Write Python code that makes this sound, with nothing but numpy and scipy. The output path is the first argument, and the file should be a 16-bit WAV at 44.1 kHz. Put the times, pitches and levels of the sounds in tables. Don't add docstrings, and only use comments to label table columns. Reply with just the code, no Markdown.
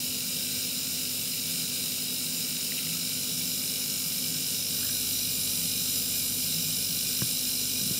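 import sys
import numpy as np
from scipy import signal
from scipy.fft import rfft, irfft
from scipy.io import wavfile

SR = 44100
rng = np.random.default_rng(int(sys.argv[2]) if len(sys.argv) > 2 else 0)


def file_out(sig):
    cols = np.atleast_2d(sig).T
    lim = np.clip(cols, -1, 1)
    pcm = np.round(lim * 32767).astype(np.int16)
    wavfile.write(sys.argv[1], SR, pcm)


def linear_from_db(decibels):
    return 10 ** (np.asarray(decibels, float) / 20)


N = 352359
CONTROL = 40

# (frequency [Hz], level [dB], t60 [s])
SHELL_MODES = [(1436, -59, .045), (2140, -58, .06), (2225, -55, .07), (2463, -70, .085), (2692, -41, .09),
               (2861, -38, .09), (2960, -47, .05), (3045, -50, .04), (3309, -42, .045), (3389, -43, .024),
               (3859, -43, .012), (4559, -41, .012), (4690, -47, .09), (4890, -51, .022),
               (5195, -28.5, .026), (5296, -26, .059), (5417, -42, .014), (5739, -38, .061),
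               (5800, -70, .064), (5932, -54, .09), (6014, -41, .051), (6155, -54, .029), (6596, -45, .012),
               (6760, -52, .042)]
# (delay [s], share of height [1])
BOUNCES = [
    (0, 1),
    (.00163, .9),
    (.0029, .53),
]
# (frequency [Hz], width [Hz], rms with both hands near [dB], rms with
# both gone [dB])
HISS_MODES = [(1301.7, 280, -61.5, -62), (1542, 260, -59.5, -59), (2060, 610, -58.5, -61.5),
              (2302, 25, -57.5, -59), (2345, 29, -55, -56.5), (2423, 250, -53, -53), (2457, 23, -69, -56),
              (2662.4, 220, -51.5, -68), (2965, 292, -52, -54), (3105, 510, -52.5, -49.5),
              (3470, 170, -53, -51), (3710, 77, -53, -52.5), (3832.5, 176, -44.5, -44.5),
              (4048, 339, -45.5, -41.5), (4190, 100, -49.5, -59.5), (4548, 330, -54, -53.5),
              (4750, 190, -47, -46), (4920, 80, -52, -64), (5024, 170, -45, -44), (5204, 100, -59, -53),
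              (5327, 370, -45, -47.5), (5783, 244, -46.5, -44.5), (6010, 127, -54, -48.5),
              (6270, 110, -65, -58), (6434, 370, -49, -49.5), (6880, 204, -47, -47.5),
              (7146, 310, -44.5, -43.5), (7481, 153, -50.5, -46), (7800, 274, -52.5, -50.5),
              (7960, 150, -56, -51),
              (8202, 160, -48.5, -47), (8299, 290, -45.5, -48.5), (8625, 220, -50, -58),
             (8775, 183, -54, -46), (9084, 320, -48.5, -43.5), (9470, 430, -50.5, -58),
             (9700, 340, -46.5, -49.5), (9950, 280, -58, -49), (10120, 250, -56.5, -58),
             (10590, 310, -45.5, -44.5), (10710, 328, -48.5, -43.5), (11040, 290, -47, -43),
             (11330, 140, -53, -46), (11807, 290, -46.5, -45), (11958, 300, -48.5, -47),
             (12180, 125, -55, -57), (12540, 510, -47.5, -42.5), (12903, 410, -47.5, -48.5),
             (13170, 140, -56, -48.5), (13360, 160, -53, -55), (13530, 240, -52, -51),
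             (13890, 290, -54, -53), (14240, 220, -46.5, -43), (14640, 290, -48, -47),
             (15090, 420, -47, -42), (15620, 450, -48, -60)]
# (knock [dB], shaft tone [dB], twice shaft [dB], standing wave [dB])
TUBE_HAND = (2.7, 1.5, 1.5, 0.8)
# (knock [dB], shaft tone [dB], twice shaft [dB], standing wave [dB])
CABLE_HAND = (0.2, 11.5, 6.5, -1)
# (centre [s], half length [s], knock dip [dB], knock gain after [dB])
LEAN = (6.32, .13, -7, 1.2)
# (time [s], peak level [dB], ring frequency [Hz], t60 [s])
TAPS = [(2.72, -27, 2500, 0.004), (2.7202, -32, 1950, .008), (2.79, -33.5, 2070, .01),
        (2.78, -26, 2850, .007), (2.7895, -24, 2770, 0.006), (2.829, -37, 2350, 0.0089),
        (2.869, -34.5, 2200, .005), (2.89, -37, 2500, .005), (2.921, -37, 2300, .005),
        (2.95, -45, 1300, 0.04), (4.771, -44, 1600, .012), (4.817, -43, 1330, .015),
        (4.829, -37, 1560, 0.02), (4.845, -41, 1670, .04), (4.893, -38, 1580, .025),
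        (7.7987, -44, 1550, .03)]
# (time [s], peak level [dB])
THUMPS = [
    (7.218, -21),
    (7.811, -35),
    (7.836, -38),
    (7.862, -34),
    (7.907, -26),
]
# (frequency [Hz], level [dB], t60 [s])
BENCH_MODES = [(122.4, -3.5, 0.128), (196, -2.5, 0.076), (338, -9, 0.048), (503, -15, 0.033),
               (700, -18, .02), (1090, -12.5, 0.0246), (1330, -14, .01), (1600, -9.5, 0.024),
               (2000, -16, 0.011)]
# (order [1], level [dB])
FAR_ORDERS = [(1, -75), (2, -68), (3, -61), (4, -60), (5, -67), (6, -49), (8, -70), (9, -74), (10, -71),
              (12, -70)]
# (order [1], level [dB])
NEAR_ORDERS = [(4, -59), (9, -69), (10, -70), (11, -70), (12, -70), (13, -71), (14, -73), (16, -77)]
# (frequency [Hz], level [dB])
STRAY_LINES = [(142.8, -60), (148.6, -62), (201.2, -56), (227.1, -60), (243.4, -57), (269.3, -62),
               (301.8, -66), (395.8, -69), (437.9, -70), (564.7, -75), (792.5, -80)]
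# (frequency [Hz], density [dB per Hz])
RUMBLE = [(20, -96), (38, -94.5), (58, -88), (89, -75.5), (136, -73.5), (207, -74.5), (257, -71.5),
          (317, -77.5), (370, -82), (460, -75.5), (599, -82.5), (741, -87.5), (1000, -88.5), (1500, -100)]
# (centre [s], gain [dB])
SWELLS = [
    (2.98, 8.5),
    (3.55, 1.5),
    (4.4, 5),
    (5.7, 6),
    (6.65, 9.5),
    (7.0, 4.5),
    (7.95, 3),
]

SHAFT_HZ, FAR_HZ, NEAR_HZ = 49.538, 42.17, 48.24


def rms_one(x):
    return x / np.sqrt(np.mean(x ** 2) + 1e-20)


def drift(rate_hz):
    r = np.exp(-2 * np.pi * CONTROL * rate_hz / SR)
    settle = 2000
    white = rng.standard_normal(N // CONTROL + 2 + settle)
    slow = signal.lfilter([1], [1, -2 * r, r * r], white)[settle:]
    return np.repeat(rms_one(slow), CONTROL)[:N]


def ramp(start_s, length_s):
    return np.clip((np.arange(N) / SR - start_s) / length_s, 0, 1)


def ring(force, hz, t60):
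    r = np.exp(-np.log(1000) / (t60 * SR))
    w = 2 * np.pi * hz / SR
    return signal.lfilter([0, np.sin(w)], [1, -2 * r * np.cos(w), r * r], force + 1e-18)


def noisy_mode(white, hz, width_hz):
    r = np.exp(-np.pi * width_hz / SR)
    section = [1, 0, -1, 1, -2 * r * np.cos(2 * np.pi * hz / SR), r * r]
    return rms_one(signal.sosfilt([section, section], white))


def clicks_at(seconds, heights):
    at = np.asarray(seconds)[:, None] * SR
    near = at.astype(int) + np.arange(-7, 9)
    offset = near - at
    pulse = np.sinc(offset) * np.cos(offset * np.pi / 16) ** 2
    out = np.zeros(N + 20)
    np.add.at(out, near, np.reshape(heights, (-1, 1)) * pulse)
    return out[:N]


def tone(hz, level_db, wobble_hz, wobble_db):
    phase = 2 * np.pi * (rng.random() + np.cumsum(hz + wobble_hz * drift(0.989)) / SR)
    return np.sqrt(2) * linear_from_db(level_db + wobble_db * drift(0.64)) * np.sin(phase)


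def valve(freed_db, wander_s, uneven_db):
    s = np.arange(.0022, N / SR - .01, 1 / SHAFT_HZ)
    s = s + wander_s * drift(1.0)[(s * SR).astype(int)]
    heights = linear_from_db(uneven_db * rng.standard_normal((len(s), len(BOUNCES))))
    landing, *later = [clicks_at(s + delay_s, share * heights[:, k])
                       for k, (delay_s, share) in enumerate(BOUNCES)]
    bounces = sum(later)
    low = linear_from_db(.3 + 0.15 * freed_db) * (landing + 0.76 * bounces)
    high = linear_from_db(-1.2 + freed_db) * (landing + bounces)
    out = np.zeros(N)
    for k, (hz, level_db, t60) in enumerate(SHELL_MODES):
        force = low if hz < 4000 else high
        out += (-1) ** k * linear_from_db(level_db) * ring(force, hz, t60)
    return out


def gas(gone, flicker_db, surge_db):
    white = rng.standard_normal((4, N))
    surge = drift(6.5)
    freed = np.interp(gone, [0, 1, 2], [0, 0.47, 1])
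    out = np.zeros(N)
    for k, (hz, width_hz, near_db, gone_db) in enumerate(HISS_MODES):
        level_db = near_db + (gone_db - near_db) * freed + flicker_db * drift(5.5)
        gain = np.repeat(linear_from_db(level_db[::CONTROL]), CONTROL)[:N]
        out += gain * noisy_mode(white[k % 4], hz, width_hz)
    return linear_from_db(.2 + surge_db * surge) * reflections(out, gone, echo_db=-8.5)


def reflections(x, gone, echo_db):
    out = x.copy()
    for place in range(3):
        paths = np.zeros(int(.025 * SR))
        lags = rng.integers(250, len(paths), size=40)
        paths[lags] = rng.standard_normal(len(lags)) * linear_from_db(-300.0 * lags / SR)
        paths /= np.sqrt(np.sum(paths ** 2))
        share = np.sqrt(np.clip(1 - np.abs(gone - place), 0, 1))
        out += share * linear_from_db(echo_db) * signal.oaconvolve(x, paths)[:N]
    return out / np.sqrt(1 + linear_from_db(2 * echo_db))


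def shaft_hum(shaft_db, twice_db):
    return tone(SHAFT_HZ, shaft_db, .05, .8) + tone(2 * SHAFT_HZ, twice_db, .05, 1.6)


def finger_taps():
    out = np.zeros(N)
    for s, peak_db, hz, t60 in TAPS:
        scratch = rng.standard_normal(300) * np.exp(-np.arange(300) / 25)
        burst = np.r_[scratch, np.zeros(3000)]
        tap = ring(np.diff(ring(burst, hz, 0.0027)), hz, t60)
        out[int(s * SR):][:len(tap)] += linear_from_db(peak_db) * tap / np.abs(tap).max()
    return out


def bench_knocks():
    s, peak_db = np.transpose(THUMPS)
    below_db = peak_db.max() - peak_db
    bright = linear_from_db(-2.2 * below_db)
    small = linear_from_db(0.63 * below_db.clip(0, 6))
    out = np.zeros(N)
    for k, (hz, level_db, t60) in enumerate(BENCH_MODES):
        if hz > 600:
            weight = bright
        elif hz > 150:
            weight = small
        else:
            weight = 1
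        out += (-1) ** k * ring(clicks_at(s, linear_from_db(peak_db + level_db) * weight), hz, t60)
    return out


def handling():
    high_pass = signal.butter(4, 75, "high", fs=SR, output="sos")
    return signal.sosfilt(high_pass, finger_taps() + bench_knocks())


def rustle():
    start_s, attack_s, hold_s, release_s = 4.76, .04, .12, .2
    shape = ramp(start_s, attack_s) * (1 - ramp(start_s + attack_s + hold_s, release_s))
    grains = rng.standard_normal(N) * linear_from_db(3.3 * drift(60))
    return linear_from_db(-56.5) * shape * noisy_mode(grains, 1400, 700)


def other_motors():
    far = [(order * FAR_HZ, db) for order, db in FAR_ORDERS]
    near = [(order * NEAR_HZ, db) for order, db in NEAR_ORDERS]
    return sum(tone(hz, db + .8, .2, 1.) for hz, db in far + near + STRAY_LINES)


def swells():
    t = np.arange(N) / SR
    width_s = 0.14
    return sum(gain_db * np.exp(-.5 * ((t - s) / width_s) ** 2) for s, gain_db in SWELLS)


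def rumble(standing_db):
    hz = np.maximum(np.fft.rfftfreq(N, 1 / SR), 1)
    corner_hz, density_db = np.transpose(RUMBLE)
    colour_db = np.interp(np.log(hz), np.log(corner_hz), density_db, right=-140)
    spectrum = rfft(rng.standard_normal(N)) * linear_from_db(colour_db) * np.sqrt(SR / 2)
    wave = noisy_mode(rng.standard_normal(N), hz=165, width_hz=26)
    return irfft(spectrum, N) + linear_from_db(standing_db - 0.5) * wave


def scene():
    tube, cable = ramp(2.92, 0.47), ramp(4.73, .06)
    knock_db, shaft_db, twice_db, standing_db = (a * tube + b * cable for a, b in zip(TUBE_HAND, CABLE_HAND))
    lean_s, half_s, dip_db, after_db = LEAN
    clear = ramp(lean_s, half_s)
    knock_db = knock_db + dip_db * (ramp(lean_s - half_s, half_s) - clear) + after_db * clear
    mono = valve(knock_db, wander_s=.00003, uneven_db=0.7)
    mono = mono + gas(tube + cable, flicker_db=0.93, surge_db=0.28)
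    mono = mono + shaft_hum(-72 + shaft_db, -58.5 + twice_db)
    mono = mono + handling() + rustle() + other_motors()
    mono = mono + rumble(-51 + standing_db + swells())
    return np.stack([mono, mono])


def top_cut(x):
    return signal.sosfilt(signal.butter(12, 16760, fs=SR, output="sos"), x)


def record(dry):
    low_pass = signal.ellip(10, .2, 40, 15750, fs=SR, output="sos")
    mix = signal.sosfiltfilt(low_pass, dry)
    return top_cut(mix)


dry = scene()
out = record(dry)
file_out(out)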